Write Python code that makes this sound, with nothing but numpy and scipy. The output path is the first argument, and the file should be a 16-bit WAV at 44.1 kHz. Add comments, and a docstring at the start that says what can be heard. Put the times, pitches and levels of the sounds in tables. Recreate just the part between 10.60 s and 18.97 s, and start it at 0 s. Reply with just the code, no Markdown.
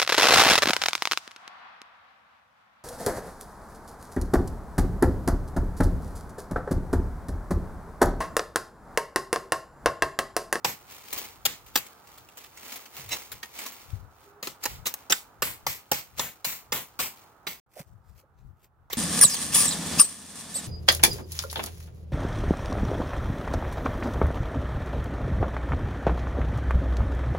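"""Open hillside above a valley: a dry, leafy branch is trimmed with a cleaver a few steps from the microphone.
Chop = filtered crackle (knock, fibre tear, fizz) + blade and stem modes + chatter of dead leaves.
Between chops: enveloped crackle for swung leaves and twig flicks; later, boots scrape over grit.
Dull, unsteady sine thuds for footfalls, bumps and gust pops at the microphone.
Background: shaped noise for gusts and valley air, a faint gliding hum. All sound drops out briefly near 7 s."""
import sys
import numpy as np
from scipy import signal
from scipy.fft import rfft, irfft, next_fast_len
from scipy.io import wavfile
from scipy.ndimage import uniform_filter1d

SR = 44100
rng = np.random.default_rng(int(sys.argv[2]) if len(sys.argv) > 2 else 0)


def inscribe(sig):
    """Save sig as 16-bit PCM at rate SR to the path in sys.argv[1].

    A 1-D sig is mono; a 2-D sig holds one channel per row.
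    Samples are clipped to [-1, 1] before scaling.
    """
    pcm = np.round(np.clip(np.atleast_2d(sig).T, -1, 1) * 32767)
    wavfile.write(sys.argv[1], SR, pcm.astype(np.int16))


N = 369116
TIME_S = np.arange(N) / SR

# Cleaver blows: t/s, time in wood/s, rel. knock/dB, rel. crack/dB, rel. fizz/dB, strongest ring f/Hz,
# leaf level/dB, leaf 20 dB fall time/s, extra leaf treble/dB
CHOPS = [(0.047, .005, -24.5, -20, -26, 820, -32, .11, 0),
         (0.8535, .01, -33.5, -19.5, -17.5, 2800, -37, .13, -4),
         (1.157, .005, -24.5, -17.5, -16.5, 400, -40, .11, -3),
         (3.828, .004, -38, -33, -35.5, 1850, -39.5, .09, -3),
         (3.872, .003, -35, -31, -32, 400, -45, .08, -3), (4.055, .006, -33, -24, -26, 820, -42, .15, -1),
         (4.257, .01, -46, -33, -33, 2800, -36, .07, 2), (4.4995, .012, -33, -23, -29, 1850, -36, .125, 2),
         (4.822, .006, -24, -25, -22.5, 1490, -33, .135, 3),
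         (5.067, .0025, -24.5, -22.5, -25, 1110, -34, .125, 2),
         (5.316, .004, -22, -23, -17, 820, -32.5, .12, 1.5),
         (5.595, .004, -26.5, -22.5, -35, 1850, -34, .125, 1),
         (5.846, .01, -38, -29.5, -27, 2800, -34, .155, 3),
         (6.1225, .006, -30, -24.5, -27, 2150, -32.5, .13, 2.5),
         (6.391, .018, -34.5, -30.5, -30, 1110, -31.5, .125, 3),
         (6.8685, .007, -36, -30, -38, 3970, -39, .11, 1), (8.301, .003, -40, -46, -48, 1110, -44, .2, -5)]
# Strained wood giving way: peak t/s, 60 dB rise time/s, t60/s, rel. knock/dB, rel. crack/dB, rel. fizz/dB,
# strongest ring f/Hz
SPLITS = [(1.176, .06, .075, -41, -27, -25, 12800), (2.5312, .075, .085, -42, -26, -30, 4000),
          (4.04, .025, .035, -42, -29.5, -27.5, 5100), (4.27, .03, .06, -41, -25, -21, 7600),
          (4.3402, .0033, .029, -44, -32, -22.5, 15200), (4.5242, .0105, .0275, -34, -8, -16.5, 7600),
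          (8.3318, .018, .055, -39, -26.5, -24, 12400)]
# Modes of the blade in the wood: f/Hz, t60/s, rel. level/dB
BLADE_MODES = [(390, .03, -16), (505, .025, -20), (818, .035, -13), (1110, .035, -12), (1488, .04, -14),
               (1846, .055, -8.5), (2150, .03, -16.5), (2800, .04, -10), (3970, .04, -15),
               (5020, .03, -18.5), (6390, .03, -18), (7550, .028, -19), (12800, .012, -24),
               (14400, .012, -24), (15330, .018, -18)]
# Single twig flicks: t/s, rel. level/dB, treble re body/dB
TWIGS = [(0.5273, -18, 12), (0.578, -20.5, 6), (1.0627, -40, 6), (1.2646, -36, 1), (1.4717, -42, 0),
         (1.5768, -36, 8), (1.6867, -41, -2), (1.7719, -32, 4), (1.8394, -36, -3), (1.9725, -34, -1),
         (2.1203, -28, 0), (2.156, -27, 8), (2.2563, -36, -8), (2.364, -29, 5), (2.4888, -28, 4),
         (2.7167, -24.5, 5), (2.829, -26, -15), (2.9872, -26, -2), (3.0615, -23.5, -1), (3.1203, -32, 8)]
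# Blade brushing a twig, ringing freely: t/s, f/Hz, level/dB, t60/s
PINGS = [(2.830, 1854, -33, .088), (2.830, 3892, -44, .053)]
# Sweeps of the leafy crown: peak t/s, rel. level/dB, 20 dB swell time/s, 20 dB fade time/s
SWISHES = [(0.32, -49, .06, .17), (0.59, -44, .2, .18), (1.09, -59, .05, .07), (1.26, -56, .06, .09),
           (1.54, -59, .15, .08), (1.79, -54, .03, .14), (2.115, -46, .2, .17), (2.385, -45.5, .08, .16),
           (2.535, -41, .05, .18), (3.0, -42, .085, .17), (3.18, -54.5, .1, .28), (3.66, -63, .2, .1),
           (4.41, -60, .14, .1), (6.58, -60, .1, .18), (4.04, -44, .03, .03), (5.589, -38, .02, .025)]
# Low thuds: footfalls, bumps and gust pops at the microphone:
# t/s, mean f/Hz, level/dB, t60/s, lean/dB (added left, taken off right)
THUDS = [(2.385, 137, -47.5, 0.33, 0.5), (2.454, 122, -44, 0.33, 0), (3.328, 88, -28, 0.13, 9),
         (3.424, 95, -41.5, 0.11, 10), (7.162, 589, -39.5, 0.074, -2), (7.186, 675, -41, 0.057, -1),
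         (7.199, 129, -34.5, 0.039, -1), (7.323, 68.6, -44, .07, 5), (7.632, 500, -54.5, .05, 0.5),
         (7.851, 70, -39.5, .12, 6)]
# Boots on dry dirt: peak t/s, rel. level/dB, 60 dB swell time/s, t60/s
SCUFFS = [(7.203, -43, 0.17, 0.085), (7.28, -71, .2, .4), (7.49, -71.5, .25, .5), (7.595, -57.5, .16, .11),
          (7.79, -75, .2, .4), (8.048, -59, .16, .079)]
# Gusts at the microphone: t/s, level/dB, half length/s, lean/dB (added left, taken off right)
BUFFETS = [(0.6, -57, .12, -4), (0.85, -57, .15, 3), (2.5, -53, .1, 1), (2.75, -56, .04, 5),
           (3.38, -50, .1, 10), (4.13, -45, .08, 0), (4.2, -46.5, .05, 6), (4.87, -54, .14, 4),
           (5.09, -49, .06, 6), (5.59, -52, .08, 5), (6.13, -53, .05, 0), (6.43, -53, .05, 0),
           (7.34, -55, .08, 8), (7.52, -56, .07, 8), (7.87, -52, .08, 10), (8.34, -53, .05, 0)]
# Distant valley air: t/s, rel. level/dB
AIR = [(0, -56.5), (3.3, -56.5), (4.3, -54), (5.5, -60), (6.9, -56.5), (7.08, -72), (7.25, -67),
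       (8.37, -67)]
# Faint far hum: t/s, f/Hz, level/dB
HUM = [(3.63, 410, -77), (3.68, 401, -54), (3.73, 408, -63), (3.78, 412, -54), (3.83, 400, -73)]

# Spectra of wood, dead leaves, leafy crown, valley air, gusts: f/Hz, rel. density/dB
WOOD = [(60, -26.5), (160, -8), (300, -7), (430, -4), (650, -7), (1050, 0), (1600, -3), (2800, 0),
        (4600, -4), (7500, -5), (8800, -12), (11000, -8), (15500, -2)]
LEAVES = [(59, -31), (100, 0), (358, -5), (705, -5.5), (768, -5.5), (1080, -3), (1230, -6.5), (1610, -7),
          (2170, 0.5), (2420, -2.5), (3540, -5), (7450, -7), (9410, -11.5), (15000, 0.5), (16000, -5.5)]
CROWN = [(120, -35), (200, -4.5), (387, -5), (456, -2), (590, -6), (899, -1), (1350, -4), (1480, -7.5),
         (2250, 0), (5230, -6), (7410, -5.5), (8900, -12.5), (15100, -1), (16000, -4)]
VALLEY = [(30, -14), (100, -3), (250, -4), (420, -2), (600, -4.5), (820, 1.5), (1050, -2), (1300, 0.5),
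          (1600, -7), (2200, -20), (5000, -30.5), (10000, -32), (15500, -27.5)]
GUSTS = [(20, -12), (50, -2), (80, 0), (125, -4), (190, -15.5), (350, -32.5), (1000, -59.5)]
# Spectrum of grit under boots: f/Hz, rel. density/dB
GRIT = [(100, -7), (600, 0.5), (1500, -6), (4000, -10), (7500, -10), (9500, -15), (15000, -10)]
# Left-right likeness of near cracks and of spread sounds: f/Hz, coherence/0-1
NEAR_SAME = [(100, 1), (600, .9), (1300, .5), (4000, 0.4), (8000, .1), (16000, .05)]
WIDE_SAME = [(100, 1), (500, .8), (1200, .35), (2200, 0.07), (16000, .02)]
# Left-right likeness of valley air and of gusts: f/Hz, coherence/0-1
AIR_SAME = [(100, .85), (800, .7), (1500, .4), (4000, .1)]
GUST_SAME = [(40, .15), (150, .6)]
# Port tilt: f/Hz, gain/dB (added left, taken off right)
PORT_LEAN = [(150, 0), (600, -1.66), (1500, -2.1), (3000, -0.54), (8000, 0), (13000, 2.5)]

CHOP_RISE_S, CHOP_T60_S = .0045, .031  # edge enters at once; stem stops soon after
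SETTLE_DB, SETTLE_DB_PER_S = -14.5, 85  # last leaves come to rest slowly after a blow
FLICK_DB, FLICK_DB_PER_S = -18, 220  # a twig shakes its own few leaves
SWISH_SHAPE = 1.5  # power of time: 1 pointed, 2 round
CARRIED_S = (0.2, 3.38)  # branch on the move, never quite still
DROPOUT_S = (7.0, 7.063)
EDGE_HZ = 16000


def amp(db):
    """Decibels to gain."""
    return np.exp(np.asarray(db) * (np.log(10) / 20))


def unit(x):
    """Scales to rms 1."""
    return x / np.sqrt(np.mean(x ** 2) + 1e-20)


def read(points, hz):
    """Interpolates a frequency table on a log-frequency axis."""
    f, value = np.transpose(points)
    return np.interp(np.log(hz + 1), np.log(f + 1), value)


def curve(rows, axis=1):
    """One column of a time table at every sample."""
    rows = np.asarray(rows)
    return np.interp(TIME_S, rows[:, 0], rows[:, axis])


def add(mix, at_s, sound):
    """Adds a sound to the mix, cropped to fit."""
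    start = round(at_s * SR)
    sound = sound[:, max(-start, 0):]
    part = mix[:, max(start, 0):][:, :sound.shape[1]]
    part += sound[:, :part.shape[1]]


def colour(x, spectrum, lo_hz=15, hi_hz=21000):
    """Minimum-phase filter: given spectrum between two steep band edges."""
    size = 4096 if x.shape[1] > SR else 1024
    hz = abs(np.fft.fftfreq(size, 1 / SR)) + 1
    edges = np.sqrt((1 + (lo_hz / hz) ** 12) * (1 + (hz / hi_hz) ** 12))
    gain = amp(read(spectrum, hz)) / edges
    response = np.exp(np.conj(signal.hilbert(np.log(gain + 1e-5))))
    taps = np.fft.ifft(response).real[:size // 2]
    return signal.oaconvolve(np.float32(x), np.float32(taps[None]), axes=1)[:, :x.shape[1]]


def pair(x, likeness):
    """Mixes two unrelated signals to a stereo pair of given coherence."""
    size = next_fast_len(x.shape[1])
    a, b = rfft(np.float32(x), size)
    turn = np.arccos(np.clip(read(likeness, np.fft.rfftfreq(size, 1 / SR)), 0, 1)) / 2
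    mid, side = a * np.cos(turn), b * np.sin(turn)
    return irfft([mid + side, mid - side], size)[:, :x.shape[1]]


def wander(n, rate_hz):
    """Random knots joined by straight lines, about unit spread."""
    at = np.arange(n) * rate_hz / SR
    knots = rng.standard_normal(n // 128 + 2)
    return np.interp(at, np.arange(len(knots)), knots) * np.sqrt(3 / 2)


def scatter(x, t60_s, likeness):
    """Close reflections: short decaying noise blurs and colours the cracks, differently at each port."""
    t = np.arange(512) / SR
    taps = pair(rng.standard_normal((2, len(t))), likeness) * amp(-60 * t / t60_s)
    taps = unit(taps) / np.sqrt(len(t))
    return signal.oaconvolve(np.float32(x[None]), np.float32(taps), axes=1)[:, :len(x)]


def crackle(n, per_s, spread_db, clump_db, likeness, count=2, t60_s=.008):
    """Clumped tiny fractures of uneven size from several spots, each with its own colour."""
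    out = 0
    for _ in range(count):
        at = np.flatnonzero(rng.random(n) < per_s / count / SR)
        size, sign = rng.random((2, n))[:, at]
        knots = rng.standard_normal(n // 360 + 2)  # one per 8 ms
        clumps = np.interp(at / 360, np.arange(len(knots)), knots)
        size_db = spread_db * np.minimum(-np.log(size + 1e-9), 4) + clump_db * clumps
        clicks = np.zeros(n)
        clicks[at] = amp(size_db) * np.sign(sign - .5)
        out = out + scatter(clicks, t60_s, likeness)
    return out


def burst(rise_s, t60_s, hold_s=0):
    """Times round an onset, and an envelope that swells to it, holds and dies away."""
    t = np.arange(-SR // 9, SR // 7) / SR
    steps = np.where(t < 0, -t / rise_s, (t - hold_s) / t60_s)
    return t, amp(np.minimum(-60 * steps, 0))


def blade_ring(tear, ring_hz, focus_octaves):
    """Tearing drives decaying blade and stem modes; where the edge lands decides which ring most."""
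    age = np.arange(SR // 20) / SR
    mode_hz, mode_t60_s, mode_db = np.transpose(BLADE_MODES)[:, :, None]
    dying = amp(-60 * age / mode_t60_s) / np.sqrt(mode_t60_s)
    focus = np.exp(-(np.log2(mode_hz / ring_hz) / focus_octaves) ** 2)
    weight = amp(mode_db + rng.normal(0, 3, mode_db.shape)) + focus
    tuned_hz = mode_hz * rng.normal(1, .004, mode_hz.shape)
    modes = (weight * dying * np.cos(2 * np.pi * tuned_hz * age)).sum(0)
    return unit(signal.fftconvolve(tear, modes[None], axes=1)[:, :tear.shape[1]])


def cut(rise_s, hold_s, t60_s, knock_db, crack_db, fizz_db, ring_hz,
        bite=5.5, focus_octaves=.25, ring_db=-10, body_db=-1.4):
    """Fibres tear in a quick run of cracks, in three bands, and excite blade and stem."""
    t, envelope = burst(rise_s, t60_s, hold_s)
    tear = unit(crackle(len(t), 14000, 1.7, 1.1, NEAR_SAME, count=1, t60_s=.008)) * envelope
    # one hard click at the peak, strongest in a short, square hit
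    tear[:, np.argmax(envelope)] += bite * np.exp(-(rise_s + hold_s) / .012)
    bands = (knock_db, 90, 1500), (crack_db, 1500, 8000), (fizz_db, 8000, 17000)
    sound = sum(amp(db + body_db) * unit(colour(tear, WOOD, lo_hz, hi_hz)) for db, lo_hz, hi_hz in bands)
    ring_gain = amp(ring_db) * (amp(knock_db) + amp(crack_db))
    sound = sound + ring_gain * blade_ring(tear, ring_hz, focus_octaves)
    return t[0], sound * np.sqrt(np.mean(envelope ** 2))


def chops():
    """Cleaver strikes the stem: abrupt cuts; strained wood splits: cuts with their own swell."""
    out = np.zeros((2, N))
    for at_s, hold_s, knock_db, crack_db, fizz_db, ring_hz, *_ in CHOPS:
        lead_s, sound = cut(CHOP_RISE_S, hold_s, CHOP_T60_S, knock_db, crack_db, fizz_db, ring_hz)
        add(out, at_s + lead_s, sound)
    for at_s, rise_s, t60_s, knock_db, crack_db, fizz_db, ring_hz in SPLITS:
        lead_s, sound = cut(rise_s, 0, t60_s, knock_db, crack_db, fizz_db, ring_hz, ring_db=-5)
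        add(out, at_s + lead_s, sound)
    return out


def twigs(t60_s=.06, gain_db=-7.5):
    """Thin twigs flick and snap in short crackle bursts; once the blade catches one and pings."""
    out = np.zeros((2, N))
    for at_s, level_db, treble_db in TWIGS:
        t, envelope = burst(.0077, t60_s)
        snap = crackle(len(t), 3000, 3.8, 2, NEAR_SAME, count=1, t60_s=.0083) * envelope
        body = unit(colour(snap, WOOD, 900, 8000))
        top = unit(colour(snap, WOOD, 8000, 17000))
        sound = unit(body + amp(treble_db) * top) * np.sqrt(np.mean(envelope ** 2))
        add(out, at_s + .0025 + t[0], amp(level_db + gain_db) * sound)
    age = np.arange(SR // 5) / SR
    for at_s, hz, level_db, ping_t60_s in PINGS:
        cycles = hz * age + rng.uniform(0, .21, (2, 1))  # own phase at each port
        add(out, at_s, amp(level_db - 60 * age / ping_t60_s) * np.sin(2 * np.pi * cycles))
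    return out


def shaken_leaves(rise_s=.008, fall_shape=1.9, jolt_db=-16.5, jolt_t60_s=.16):
    """Each chop jolts the branch with a low bump; dead leaves chatter against each other."""
    out, age = np.zeros((2, N)), np.arange(SR // 4) / SR
    for at_s, _, knock_db, *_, leaf_db, fall_s, treble_db in CHOPS:
        chatter = crackle(len(age), 16000, 1.6, 1.3, WIDE_SAME, count=4, t60_s=.003)
        body = unit(colour(chatter, LEAVES, hi_hz=8000))
        top = unit(colour(chatter, LEAVES, lo_hz=8000))
        leaves = amp(leaf_db - 20 * (age / fall_s) ** fall_shape) * (body + amp(treble_db) * top)
        bump = unit(colour(chatter, LEAVES, lo_hz=65, hi_hz=430))
        jolt = amp(knock_db + jolt_db - 60 * age / jolt_t60_s) * bump
        add(out, at_s, np.minimum(age / rise_s, 1) * (leaves + jolt))
    return out


def rustle(crown_db=1.5, resting_db=-64, held_db=-78):
    """Leaves and twigs brush past each other in swings, then settle after chops and flicks; ends at dropout."""
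    power, t = np.zeros((1, N)), np.arange(-SR // 2, SR // 2) / SR
    for at_s, level_db, swell_s, fade_s in SWISHES:
        drop_db = 20 * abs(t / np.where(t < 0, swell_s, fade_s)) ** SWISH_SHAPE
        add(power, at_s + t[0], amp(level_db + crown_db - drop_db)[None] ** 2)
    age = t[t >= 0][None]
    for at_s, *_, leaf_db, _, _ in CHOPS:
        add(power, at_s, amp(leaf_db + SETTLE_DB - SETTLE_DB_PER_S * age) ** 2)
    for at_s, level_db, _ in TWIGS:
        add(power, at_s, amp(level_db + FLICK_DB - FLICK_DB_PER_S * age) ** 2)
    power += amp(resting_db) ** 2 * (TIME_S > CARRIED_S[0]) * (TIME_S < CARRIED_S[1])
    power = (power + amp(held_db) ** 2) * (TIME_S < DROPOUT_S[0])
    grains = crackle(N, 4000, 2.0, 2.7, WIDE_SAME, count=5, t60_s=.0022)
    body = unit(colour(grains, CROWN, 180, 8000))
    top = unit(colour(grains, CROWN, 8000, 17000))
    return np.sqrt(power) * (body + top)


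def boot_scuffs(scuff_db=3):
    """Soles scrape over grit: coloured crackle that swells and dies."""
    out = np.zeros((2, N))
    for at_s, level_db, swell_s, t60_s in SCUFFS:
        t, envelope = burst(swell_s, t60_s)
        grit = colour(crackle(len(t), 2500, 2.8, 3, NEAR_SAME, t60_s=.0032), GRIT)
        add(out, at_s + t[0], amp(level_db + scuff_db) * envelope * unit(grit))
    return out


def low_thuds(soft_s=.008):
    """Footfalls, bumps and gust pops at the microphone: dull, decaying sines of unsteady pitch."""
    out, age = np.zeros((2, N)), np.arange(SR // 4) / SR
    for at_s, hz, level_db, t60_s, lean_db in THUDS:
        cycles = np.cumsum(hz * (1 + .177 * wander(len(age), 300))) / SR
        decay = amp(level_db - 60 * np.maximum(age - soft_s, 0) / t60_s)
        thud = decay * np.minimum(age / soft_s, 1) * np.sin(2 * np.pi * cycles)
        add(out, at_s, thud * amp([[lean_db], [-lean_db]]))
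    return out


def rocks(x, t60_s=.2, per_s=1500):
    """Sparse, short reflections from ground and rock face: random decaying taps."""
    t = np.arange(SR // 4) / SR
    hits = rng.standard_normal((2, len(t))) * (rng.random((2, len(t))) < per_s / SR)
    taps = pair(hits * (t > .004) * amp(-60 * t / t60_s), WIDE_SAME)
    return signal.oaconvolve(x, taps / np.linalg.norm(taps[0]), axes=1)[:, :N]


def breeze(breeze_db=-67, restless_db=3):
    """Light breeze: low noise whose gusts buffet mostly the left port."""
    gusts = unit(colour(pair(rng.standard_normal((2, N)), GUST_SAME), GUSTS))
    force = amp(breeze_db + restless_db * wander(N, 8))
    for at_s, level_db, half_s, lean_db in BUFFETS:
        peak = amp([[level_db + lean_db], [level_db - lean_db]])
        force = np.maximum(force, peak / (1 + ((TIME_S - at_s) / half_s) ** 2) ** 2)
    return force * gusts


def valley(air_db=-2):
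    """Far valley wash: shaped noise of slightly wavering level."""
    air = unit(colour(pair(rng.standard_normal((2, N)), AIR_SAME), VALLEY))
    return air * amp(curve(AIR) + air_db + .8 * wander(N, 9))


def hum():
    """Faint far hum: a brief sine of gliding pitch."""
    cycles = np.cumsum(curve(HUM)) / SR
    heard = (TIME_S > HUM[0][0]) * (TIME_S < HUM[-1][0])
    return amp(curve(HUM, axis=2)) * np.sin(2 * np.pi * cycles) * heard


def scene():
    """Wood with its reflections, leaves, boots, thuds and open air."""
    wood = chops() + twigs()
    branch = wood + shaken_leaves() + rustle()
    near = branch + boot_scuffs() + low_thuds()
    return near + amp(-17.5) * rocks(wood) + breeze() + valley() + hum()


def record(dry):
    """Left port brighter, right fuller; brief dropout; clipping; band limit."""
    size = next_fast_len(N)
    lean_db = read(PORT_LEAN, np.fft.rfftfreq(size, 1 / SR))
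    ports = irfft(rfft(dry, size) * amp([lean_db, -lean_db]), size)[:, :N]
    live = 1. * ((TIME_S < DROPOUT_S[0]) | (TIME_S > DROPOUT_S[1]))
    live = uniform_filter1d(live, size=100)  # softens the dropout edges
    low_pass = signal.firwin(301, EDGE_HZ, window=("kaiser", 7), fs=SR)
    return signal.oaconvolve(np.clip(ports * live, -1, 1), low_pass[None], "same")


dry = scene()
out = record(dry)
inscribe(out)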